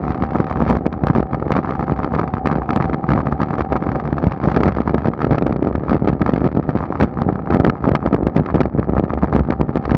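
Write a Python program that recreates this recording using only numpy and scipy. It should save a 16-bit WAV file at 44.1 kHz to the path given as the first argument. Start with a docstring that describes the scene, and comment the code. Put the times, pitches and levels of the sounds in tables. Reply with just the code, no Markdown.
"""Hard plastic knocks over a loose rattle, low shaking, rolling noise and a faint hum, some knocks overloading.
A camera in a plastic housing rides on a bicycle up an asphalt road. Knocks are short contacts ringing
the housing modes plus a dead thud; the rattle is many small knocks, half of them keeping a 73 Hz beat.
Shake, rolling noise and hum are filtered noise, grit is dense tiny contacts; all swell around the knocks."""
import sys
import numpy as np
from scipy import signal
from scipy.fft import rfft, irfft
from scipy.io import wavfile
from scipy.ndimage import uniform_filter1d

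SR = 44100
rng = np.random.default_rng(int(sys.argv[2]) if len(sys.argv) > 2 else 0)


def bounce(signal):
    """Save signal as a 16-bit WAV file at the path given by the first command-line argument."""
    frames = np.transpose(np.atleast_2d(signal))
    limited = np.clip(frames, -1, 1)
    pcm = np.round(limited * 32767).astype(np.int16)
    wavfile.write(sys.argv[1], SR, pcm)


N = 439676

# the loudest knocks, nominal levels:
# (time [s], tick level [dB], thud level [dB], hardness as treble relative to the tick [dB])
CLEAR_KNOCKS = [(0.0387, -15.5, -14, -27), (0.0807, -13.5, -15, -21), (0.1059, -15, -3, -15),
                (0.2229, -13, -7.5, -10.5), (0.2373, -16, -7, -11), (0.349, -14, -17.5, -24),
                (0.357, -9, 0, -30), (0.4024, -9, -1, -20), (0.512, -10.5, -9.5, -26),
                (0.558, -18, -13, -32), (0.604, -12.5, -8, -33), (0.617, -11.5, -14, -25),
                (0.624, -18.5, -1.5, -24), (0.687, -22, -20, -4), (0.6993, -13.5, -8, -8.5),
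                (0.7092, -11, 1.5, -13), (0.727, -13, -8, -16), (0.7525, -15, -8, -12),
                (0.769, -13, -12, -18), (0.857, -15.5, -12.5, -20), (0.8659, -17, 1.5, -6.5),
                (0.927, -19.5, -13.5, -5.5), (0.9395, -18.5, -14, -31), (1.0375, -13, -0.5, -17),
                (1.0699, -8, -27, -21), (1.101, -9, -0.5, -23), (1.1085, -20, -1.5, -18),
                (1.151, -11, -11, -15), (1.1615, -13, -1.5, -13), (1.1749, -19, -6, -8),
                (1.184, -19, -4.5, -11), (1.196, -16, -13, -20), (1.2044, -32, -1.5, 3),
                (1.229, -17, -8, -15), (1.3321, -13.5, -9, -17), (1.3457, -11, -7.5, -16.5),
                (1.4258, -15, -4.5, -31), (1.4676, -34, -5.5, -27), (1.506, -12, -5.5, -27),
                (1.5193, -6.5, -6, -9.5), (1.526, -20.5, -13.5, -1), (1.5527, -10, -7, -20),
                (1.566, -10.5, -1.5, -8), (1.579, -10.5, -12, -21), (1.5893, -10.5, -5, -28),
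                (1.647, -12.5, -10, -29), (1.674, -16, -14, -28), (1.693, -12.5, -17, -27),
                (1.7073, -15.5, -10, -9.5), (1.7227, -13, -20, -29), (1.7525, -14.5, -14, -21),
                (1.7943, -12, -10, -21), (1.809, -16.5, -8.5, -16), (1.827, -11.5, -11, -22),
                (1.8805, -14.5, -10.5, -33), (1.8971, -10, -13, -38), (1.9214, -30, -1, 3),
                (1.991, -13.5, -13, -40), (2.0019, -14, -20, -27), (2.032, -12.5, -13, -15),
                (2.0454, -11.5, -6.5, -12.5), (2.0763, -18.5, -12, -35), (2.1207, -18, -13, -33),
                (2.1379, -11, -7, -30), (2.1499, -12.5, -13, -10), (2.1637, -15, -8, -27),
                (2.1875, -11, -9, -25), (2.194, -8.5, -3.5, -16), (2.214, -14, -10, -15),
                (2.2325, -12.5, -20, -25), (2.241, -16.5, -7, -22), (2.277, -14.5, -15, -16),
                (2.3381, -10.5, -9, -16), (2.3688, -14, -14, -39), (2.4575, -9, -4, -12),
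                (2.4717, -10, -3, -7), (2.5, -12, -13, -30), (2.5133, -10.5, -6, -13),
                (2.5267, -11, -8, -19), (2.543, -19, -11.5, -38), (2.5549, -12.5, -17, -16),
                (2.5612, -33, -7.5, -20), (2.5852, -21, -5, -16), (2.6194, -13.5, -13, -30),
                (2.6914, -9, -8.5, -19), (2.7062, -11.5, -3.5, -5.5), (2.7321, -13, -9, -12),
                (2.7615, -5, -5, -29), (2.7734, -17.5, -3, -7), (2.8016, -9.5, -8, -31),
                (2.8086, -10.5, -9, -19), (2.8237, -12.5, -10, -9), (2.8426, -11.5, -8.0, -18),
                (2.8551, -12, -10, -19), (2.8972, -14, -6.5, -20), (2.932, -10.5, -11, -17),
                (2.9444, -12, -5.5, -13.5), (3.0409, -13.5, -8.5, -39), (3.0897, -7, -5.5, -18),
                (3.1046, -11.5, -6.5, -10), (3.118, -9.5, -6.5, -12.5), (3.135, -9, -4, -12.5),
                (3.153, -18.5, -3, -18), (3.1592, -14, -9, -18), (3.1768, -9.0, -6, -28),
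                (3.1895, -14.5, -9.5, -21), (3.2042, -10, -13, -26), (3.2698, -9.5, -8.5, -16.5),
                (3.3247, -9.5, -5, -23), (3.403, -10.5, -8, -31), (3.4164, -11.5, -5, -9.5),
                (3.431, -10.5, -5, -11), (3.5066, -13, -11, -17), (3.5326, -16.5, -11.5, -39),
                (3.5398, -12, -14, -20), (3.5831, -10.5, -13, -18), (3.595, -18.5, -5.5, -11),
                (3.607, -8.5, -4.5, -14.5), (3.724, -19, -0.5, -4), (3.7289, -12.5, -8, -13),
                (3.757, -10, -1.5, -26), (3.7634, -12, -15, -12.5), (3.8246, -14.5, -9, -18),
                (3.8451, -22.5, -14, -39), (3.868, -13.5, -8, -25), (3.8902, -12.5, -7, -17),
                (3.9174, -13, -11, -14), (3.95, -17, -16, -30), (3.9565, -10.5, -16, -21),
                (3.9675, -30, -7, -11), (3.999, -13.5, -21, -15), (4.054, -15, -15, -18),
                (4.076, -15.5, -18, -18), (4.1285, -17.5, -2, -9), (4.1823, -11, -16, -15),
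                (4.202, -24.5, -17, -28), (4.241, -18.5, -0.5, -6), (4.2691, -17.5, 1.5, -11),
                (4.3197, -13, -13, -11), (4.4389, -11, -7.5, -16), (4.4483, -17, -11, -17),
                (4.4565, -13.5, -17, -20), (4.4753, -22, 0.5, -13), (4.486, -10, -12, -23),
                (4.517, -12, -11, -14), (4.5634, -9.5, -5.5, -7), (4.573, -11.5, 1.5, -11),
                (4.606, -18.5, 0.0, -5), (4.6155, -30, -4, -7), (4.6342, -7.5, 0.5, -7.5),
                (4.6581, -14, -1, -9), (4.6666, -14, 0, -18), (4.6792, -15.5, -4, -2),
                (4.6893, -16, -2, -11), (4.708, -20, -12, -25), (4.772, -22, -5, -9),
                (4.7852, -12, -13, -26), (4.8056, -21, -2.5, -9), (4.876, -8.5, -3.5, -24),
                (4.895, -11, -8, -16), (4.9086, -25, -6.5, -17), (4.9455, -22, 2.5, 0.5),
                (4.9565, -36, -6.5, -20), (4.981, -12, -8, -16), (5.046, -13.5, -12, -21),
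                (5.0577, -26, -1, 3), (5.0718, -15, -6.5, -10), (5.085, -27, -1, 0), (5.1039, -42, -9, -25),
                (5.1357, -15, -21, -16.5), (5.205, -13, -13, -28), (5.2176, -10, -18, -13),
                (5.2461, -12.5, 0.5, -10), (5.27, -21, -2, -11), (5.3099, -15.5, 0.5, -7.5),
                (5.3176, -22, -1, -9), (5.325, -16, -4, -15), (5.3311, -13.5, -2, -12),
                (5.3458, -12.5, -7.5, -15), (5.3557, -17.5, -7.5, -12), (5.3829, -14.5, -2, -4.5),
                (5.4241, -18.5, 0, -5.5), (5.435, -32, -7.5, -17), (5.4675, -16, 0, -7),
                (5.479, -19, -9, -17), (5.497, -27, -5.5, -8), (5.5102, -28, -3.5, -8),
                (5.525, -14, -9.5, -11.5), (5.5624, -23, -6, -6), (5.5948, -38, -5.5, -29),
                (5.628, -29, -0.5, -4), (5.6489, -18.5, -4.5, -14), (5.6722, -18, -0.5, -10),
                (5.6886, -29, -6, -9), (5.713, -40, -6, -28), (5.7536, -15.5, -2.5, -10),
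                (5.7815, -28, -5.5, -14), (5.8369, -21, -9.5, -18), (5.8829, -13.5, -21, -25),
                (5.8955, -12.5, -11, -13), (5.9087, -12.5, -14, -16), (5.9182, -16.5, -0.5, -19),
                (5.9301, -10.5, -8.5, -12), (5.9466, -28, 0, -1), (5.9562, -24, -2.5, -15),
                (5.966, -16.5, -7, -16), (6.023, -27, -2.5, -13), (6.0472, -20, -3, -13),
                (6.0761, -14, 0.5, -9.5), (6.0857, -21, -0.5, 1), (6.0934, -18, -12, -9),
                (6.1022, -27, -3.5, -9), (6.1304, -22, -3.5, -8.5), (6.153, -31, -9, -16),
                (6.217, -14.5, -0.5, -4), (6.2287, -28, -6, -34), (6.2623, -10.5, -7, -11),
                (6.2782, -14, -19, -18), (6.2936, -29, 1.5, 8), (6.3373, -20, 1.5, -3),
                (6.3613, -16, -4, -9), (6.38, -23, -3, -5), (6.4184, -17.5, -2.5, -25),
                (6.443, -17, -4.5, -8.5), (6.4542, -25, -3, -5), (6.465, -18, -1, -12),
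                (6.4744, -21, -4, -7), (6.5506, -29, -5.5, -4), (6.573, -24.5, 0.5, -6),
                (6.583, -31, -8, -26), (6.5984, -28, -4, -10), (6.692, -12.5, -1, -16), (6.754, -35, -2, 4),
                (6.7635, -32, -2.5, -5), (6.773, -14.5, -25, -12), (6.8059, -12.5, -12, -37),
                (6.827, -17, -14, -32), (6.8386, -14.5, -18, -38), (6.9058, -32.0, -6, -10),
                (6.9244, -11.5, -11.5, -29), (6.9548, -13, -16, -24), (7.001, -8.5, -13, -16),
                (7.0107, -8.5, 0, -6.5), (7.0257, -15, 0.5, -3.5), (7.0352, -10, -3.5, -27),
                (7.0447, -25, -5, -6), (7.173, -16.5, -8.5, -36), (7.188, -14, -9.5, -41),
                (7.219, -7.5, -5.5, -28), (7.2663, -34, -2.5, -27), (7.2902, -11.5, 0.5, -25),
                (7.3029, -29, -6, -29), (7.3267, -27, -4, -7), (7.357, -16, -7, -19),
                (7.3918, -18.5, -18, -38), (7.4736, -15, -13, -33), (7.5053, -12.5, -2.5, -10),
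                (7.513, -16.5, -9, -29), (7.524, -10.5, -7.5, -27), (7.5468, -9, 2.5, -27),
                (7.5601, -15, -2, -18), (7.57, -18, -0.5, -11), (7.601, -13.5, 3.5, -16),
                (7.6081, -15.5, -6.5, -17), (7.6481, -13, 1.5, -1.5), (7.6673, -22, 1, -11),
                (7.675, -11.5, -13, -20), (7.6818, -29, -1, -5), (7.6979, -13, -5.0, -1.5),
                (7.7545, -19, -26, -42), (7.8414, -10, -6.5, -24), (7.855, -10.5, -12, -23),
                (7.8774, -22, 1.5, -14), (7.887, -12, -17, -29), (7.893, -26, 1.5, -4),
                (7.9167, -21, 0, -4), (7.9374, -35, -6.5, -7), (7.9519, -7, 1.5, -6),
                (8.0275, -16, -15, -43), (8.063, -13, 0.5, -12.5), (8.074, -12.5, -11, -34),
                (8.1293, -14.5, 0.5, -10.5), (8.141, -18, -8, -19), (8.1471, -21, 2, -10),
                (8.1636, -16, -15, -20), (8.19, -31, -7, -30), (8.2104, -35, -6, -20),
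                (8.2312, -28, -2, -5), (8.2701, -14.5, 1.5, -12.5), (8.283, -22, -10, -24),
                (8.3657, -11.5, 3.5, -9), (8.3762, -28, -3.5, 3), (8.388, -17, -18, -23),
                (8.3977, -26.5, 1, -2), (8.409, -30, -6.5, -17), (8.4608, -18.5, -13, -7),
                (8.4883, -14, -22, -34), (8.5015, -12.5, -18, -23), (8.5445, -19.5, 0.5, -3.5),
                (8.558, -18, 2.5, -7), (8.581, -14.5, -12, -32), (8.6062, -20, 0, 3.5),
                (8.6137, -16, -1.5, -4), (8.6331, -25, -14, -4), (8.6573, -18, -1.5, -11),
                (8.751, -32.0, -5, -27), (8.7859, -15, -7.5, -30), (8.796, -24, -0.5, -6),
                (8.8292, -13, -25, -35), (8.8958, -22, -2, -11), (8.936, -21.0, -2.5, -24),
                (8.9683, -11, -1, -37), (8.9803, -10, -6, -23), (8.9983, -22, -0.5, -18),
                (9.0393, -30, -1.5, -1), (9.1045, -10, -16, -30), (9.1369, -22.5, -3, -5),
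                (9.1768, -16, -4.5, -42), (9.2254, -12.5, -13.5, -34), (9.2336, -14.5, 0.5, -23),
                (9.244, -11, -2.5, -31), (9.283, -17, -11, -44), (9.3267, -10, -18, -25),
                (9.3368, -15.5, -6, -13), (9.35, -26.5, 0, 1), (9.3634, -9.5, -2.5, -27),
                (9.394, -14, -2.5, -14), (9.407, -23, -2, -19), (9.4884, -27, -6, -40),
                (9.505, -22.5, -0.5, 2), (9.5233, -12, -14, -20), (9.5364, -15.5, -21, -33),
                (9.6061, -18.5, -12, -31), (9.6136, -24.5, 2, 3.5), (9.6923, -14.5, -8.5, -30),
                (9.757, -10.5, -4.5, -30), (9.7708, -14.5, -7.5, -9.5), (9.8537, -11.5, -13, -11),
                (9.8952, -10.5, -16, -21), (9.9087, -17, -14, -3.5), (9.9177, -17, 1.5, -6),
                (9.949, -8.5, 3, -12.5)]
# modes of the plastic housing: (frequency [Hz], relative level [dB], T60 [s])
HOUSING_MODES = [(212, 3, 0.014), (525, -5.5, 0.056), (772, -11.5, 0.021), (1140, 11.5, 0.0054),
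                 (1240, 5.5, 0.016), (1620, 3.5, 0.005), (2080, -5, 0.0073), (3030, -12.5, 0.0038),
                 (3920, -10, 0.003), (4420, -15, 0.007), (5350, -21, 0.0067)]
TICK, THUD = 1, 2  # columns of CLEAR_KNOCKS
SHAKE, CHATTER, HUM = 1, 2, 3  # columns of the road table


def gain_of(db):
    """Amplitude factor of a level in dB."""
    return 10 ** (np.asarray(db) / 20)


def unit_rms(x):
    """Scales a signal to an RMS of one."""
    return x / np.sqrt(np.mean(x ** 2) + 1e-20)


def lowpass(x, hz, order=2):
    """Butterworth low-pass."""
    return signal.lfilter(*signal.butter(order, hz, fs=SR), x)


def highpass(x, hz, order=2):
    """Butterworth high-pass."""
    return signal.lfilter(*signal.butter(order, hz, "high", fs=SR), x)


def resonance(x, hz, width_hz):
    """One resonance of the given bandwidth."""
    return signal.lfilter(*signal.iirpeak(hz, hz / width_hz, SR), x)


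def scatter(s, values, offset=0):
    """Sums values into a track at times s, plus offsets in samples."""
    at = (s * SR).astype(int) + offset
    inside = (at >= 0) & (at < N)
    return np.bincount(at[inside], values[inside], N)


def road(column):
    """One nominal level of the road table [dB], interpolated to every sample."""
    # (time [s], road shake between knocks [dB], loose chatter [dB], lid hum [dB])
    road_levels = [(0.0, -21, -38.5, -37.5), (0.44, -23, -40, -32.5), (0.72, -16.5, -38, -39),
                   (0.89, -25, -49.5, -40), (1.3, -24, -44, -37), (2.05, -25.5, -42.5, -35.5),
                   (2.52, -23, -50.5, -34.5), (2.64, -24, -48.5, -31), (4.55, -22, -39.5, -39),
                   (5.02, -26, -43.5, -47.5), (5.41, -24.5, -46.5, -51), (5.69, -24.5, -44.5, -63),
                   (6.8, -26.5, -40.5, -47), (7.22, -24, -46.5, -38), (9.05, -25.5, -46, -46.5),
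                   (9.97, -24, -45.5, -37)]
    rows = np.transpose(road_levels)
    return np.interp(np.arange(N) / SR, rows[0], rows[column])


def stir(column, hold_s):
    """How shaken the camera is around the clear knocks [dB]: knock powers spread in time."""
    build_up = 0.77  # shaking gathers before a blow in this share of the time it takes to die away
    rows = np.transpose(CLEAR_KNOCKS)
    t = np.arange(-SR // 4, SR // 4 + 1) / SR
    width_s = hold_s * np.where(t < 0, build_up, 1)
    bell = np.exp(-.5 * (t / width_s) ** 2)
    powers = scatter(rows[0], gain_of(2 * rows[column]))
    return 10 * np.log10(signal.oaconvolve(powers, bell, "same") + 1e-5)


def ring(contact_s, dip_db, above_hz):
    """Pressure dip of one contact and the housing modes it wakes above a pitch, at unit peak."""
    t = np.arange(2048) / SR
    out = np.zeros(len(t))
    for hz, db, t60_s in HOUSING_MODES:
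        out -= gain_of(db - 60 * t / t60_s) * np.sin(2 * np.pi * hz * t)
    out[:25] -= gain_of(dip_db) * np.hanning(25)
    # a longer contact wakes less treble
    out = np.convolve(out, signal.windows.gaussian(101, contact_s * SR))
    out = highpass(out, above_hz)
    return out / abs(out).max()


def lid_hum():
    """The lid of the housing hums at its hollow mode while the road stirs it."""
    hz, width_hz = HOUSING_MODES[2][0], 50
    hum = resonance(rng.standard_normal(N), hz, width_hz)
    hum = resonance(hum, hz, 3 * width_hz)
    level_db = road(HUM) + 2.0 + 0.19 * (stir(TICK, 0.037) + 7.5)
    return gain_of(level_db) * unit_rms(hum)


def tyre():
    """Rolling noise carried through the frame, swelling where the asphalt is rough."""
    # colour of the rolling noise: (frequency [Hz], relative level [dB])
    tyre_colour = [(25, -45.5), (45, -17.5), (100, -6.5), (230, -12.5), (420, -11.5), (770, -6.5),
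                   (1050, -11), (1280, -25.5), (1480, -44), (2300, -38), (3200, -58), (6000, -75.5),
                   (9000, -125), (16000, -140)]
    hz, db = np.transpose(tyre_colour)
    colour_db = np.interp(np.log(np.fft.rfftfreq(N, 1 / SR) + 1), np.log(hz), db)
    hiss = unit_rms(irfft(rfft(rng.standard_normal(N)) * gain_of(colour_db), N))
    flicker = unit_rms(uniform_filter1d(rng.standard_normal(N), size=500))
    rough_db = 1.21 * (stir(TICK, 0.0082) + 15)
    level_db = .5 * (road(SHAKE) + road(CHATTER)) - 3.0 + rough_db + 4.5 * flicker
    return gain_of(level_db) * hiss


def mount():
    """Road grain shakes the frame and bracket at their broad resonances, more in rough patches."""
    # resonances of frame and bracket: (frequency [Hz], width [Hz], relative level [dB])
    mount_modes = [(66.9, 10, 9.5), (143.7, 9.6, 4.5), (231.2, 4.6, -1), (372, 190, -3)]
    grain, shake = rng.standard_normal(N), np.zeros(N)
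    for hz, width_hz, db in mount_modes:
        shake += gain_of(db) * unit_rms(resonance(grain, hz, width_hz))
    shake = lowpass(highpass(shake, 62), 500)
    level_db = road(SHAKE) + 0.34 * (stir(THUD, 0.011) + 12) - 3.0
    return gain_of(level_db) * unit_rms(shake)


def grit():
    """Fine crackle of the camera scraping its housing, louder while the mount is shaken."""
    grains_per_s = 900
    sizes = gain_of(4.0 * np.minimum(rng.exponential(1, N), 4))
    grains = (rng.random(N) < grains_per_s / SR) * sizes
    crackle = signal.oaconvolve(grains, ring(.00003, dip_db=-6.0, above_hz=1300))[:N]
    level_db = road(CHATTER) - 12.0 + 0.7 * (stir(TICK, 0.02) + 12)
    return gain_of(level_db) * unit_rms(crackle)


def chatter(per_swing, jitter_s):
    """Small blows of chance size, timed by the swing of the mount, livelier around the clear knocks."""
    rattle_hz = 73.26
    s = np.arange(0, N / SR - .02, 1 / (rattle_hz * per_swing))
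    when, size, weight = np.clip(rng.standard_normal((len(s), 3)).T, -2.5, 1.5)
    clear = np.transpose(CLEAR_KNOCKS)[0]

    # the rattle keeps time after a knock
    after = np.clip(np.searchsorted(clear, s), 1, len(clear) - 1)
    last = clear[after - 1]
    locked = last + np.ceil((s - last) * rattle_hz) / rattle_hz
    on_beat = (np.arange(len(s)) % per_swing == 0) & (locked < clear[after] - .5 / rattle_hz)
    s = np.where(on_beat, locked + .0013 * when, s + jitter_s * when)
    s = np.clip(s, 0, (N - 1) / SR)

    at = (s * SR).astype(int)
    spread_db = 5
    steady_db = road(CHATTER)[at] + 14.0 + 0.41 * (stir(TICK, 0.038)[at] + 12.0)
    tick_db = np.maximum(steady_db, stir(TICK, 0.009)[at] - 11)
    tick_db += spread_db * size + np.where(on_beat, 1.5, -5.0)
    upcoming = clear[np.clip(np.searchsorted(clear, s), 0, len(clear) - 1)]
    tick_db -= 9.6 * (upcoming - s < .007)  # in flight before a knock
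    steady_db = road(SHAKE)[at] + 3.34 + 0.25 * (stir(THUD, 0.04)[at] + 6.3)
    thud_db = np.maximum(steady_db, stir(THUD, 0.014)[at] - 14) + spread_db * weight
    hard_db = -16.5 + 0.55 * (tick_db + 25.0)  # light blows are duller
    return knocks(s, tick_db, thud_db, hard_db)


def knocks(s, tick_db, thud_db, hard_db):
    """A blow is one firm contact and a scrape of lesser ones that ring the housing, riding on a dead thud."""
    chance = rng.standard_normal((len(s), 6, 3))
    lesser = np.arange(6)[None] > 0
    lag_s = lesser * (.002 * abs(chance[..., 0]) + .0004) - .0011
    size = gain_of(lesser[..., None] * (4.0 * chance[..., 1:] - [16.0, 3.0]))
    size /= np.linalg.norm(size, axis=1, keepdims=True)
    contact_times = s[:, None] + lag_s
    soft = scatter(contact_times, gain_of(tick_db + 6.0)[:, None] * size[..., 0])
    hard = scatter(contact_times, gain_of(tick_db + hard_db + 8.5)[:, None] * size[..., 1])
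    out = signal.oaconvolve(soft, ring(0.00013, dip_db=16.0, above_hz=65))[:N]
    out += signal.oaconvolve(hard, ring(.00004, dip_db=1.5, above_hz=1345))[:N]

    # each blow also wakes the highest modes, by a chance amount
    bright_db = tick_db + .5 * hard_db - 23.0 + 4.5 * np.clip(chance[:, 0, 1], -3, 1.5)
    bright = scatter(s + lag_s[:, 1], gain_of(bright_db))
    out += signal.oaconvolve(bright, ring(.00002, dip_db=-32, above_hz=2900))[:N]

    # the swing slows as it goes: a short dip, a broad hump, a shallow trough
    step = np.arange(700)
    cycles = step / SR * 230 * np.exp(0.27 * np.clip(chance[:, :1, 0], -2, 2))
    onset = np.sin(np.pi / 2 * np.minimum(cycles / 0.14, 1)) ** 2
    thud = -np.sin(2 * np.pi * cycles ** 0.63) * onset
    thud *= np.exp(-(cycles / 0.71) ** 2) * np.cos(np.pi / 2 * step / len(step)) ** 2

    # the stronger the tick against the thud, the later the thud, as a rebound
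    rebound_s = 0.002464 * np.clip((tick_db - thud_db + 9.0) / 4.0, 0, 1)
    thud_times = (s + rebound_s)[:, None] - .0018
    thuds = scatter(thud_times, gain_of(thud_db + 0.5)[:, None] * thud, step)
    thuds = lowpass(np.roll(thuds, -9), 1100)  # a thud has no edge
    return out + highpass(thuds, 74)  # the housing vents slow pressure


def scene():
    """Sum of the background layers, the loose rattle and the clear knocks, in one channel."""
    background = lid_hum() + tyre() + mount() + grit()
    loose = chatter(per_swing=2, jitter_s=0.0035)
    return (background + loose + knocks(*np.transpose(CLEAR_KNOCKS)))[None]


def record(dry):
    """The treble falls off steeply above 6 kHz, deep bass is cut, and the input flattens the tallest swings."""
    # where the housing wall passes least sound: (frequency [Hz], width [Hz])
    wall_notches = [(1440, 110), (1915, 39)]
    wall_share = 0.43  # how much of the sound takes the path through the wall
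    x = lowpass(dry, 6000, order=4)
    for hz, width_hz in wall_notches:
        through_wall = signal.lfilter(*signal.iirnotch(hz, hz / width_hz, SR), x)
        x = x + wall_share * (through_wall - x)
    x = highpass(x, 48)
    # upward swings stop more abruptly
    top, knee = np.where(x > 0, .705, .68), np.where(x > 0, 60, 25)
    x = x / (1 + abs(x / top) ** knee) ** (1 / knee)
    x = highpass(x, 5, order=1)  # the coupling after the input lets flat tops sag
    x = x + gain_of(-98) * rng.standard_normal(x.shape)  # input hiss
    band_limit = signal.firwin(511, 15800, window=("kaiser", 9), fs=SR)  # cutoff in Hz
    return signal.oaconvolve(x, band_limit[None], "same")


dry = scene()
out = record(dry)
bounce(out)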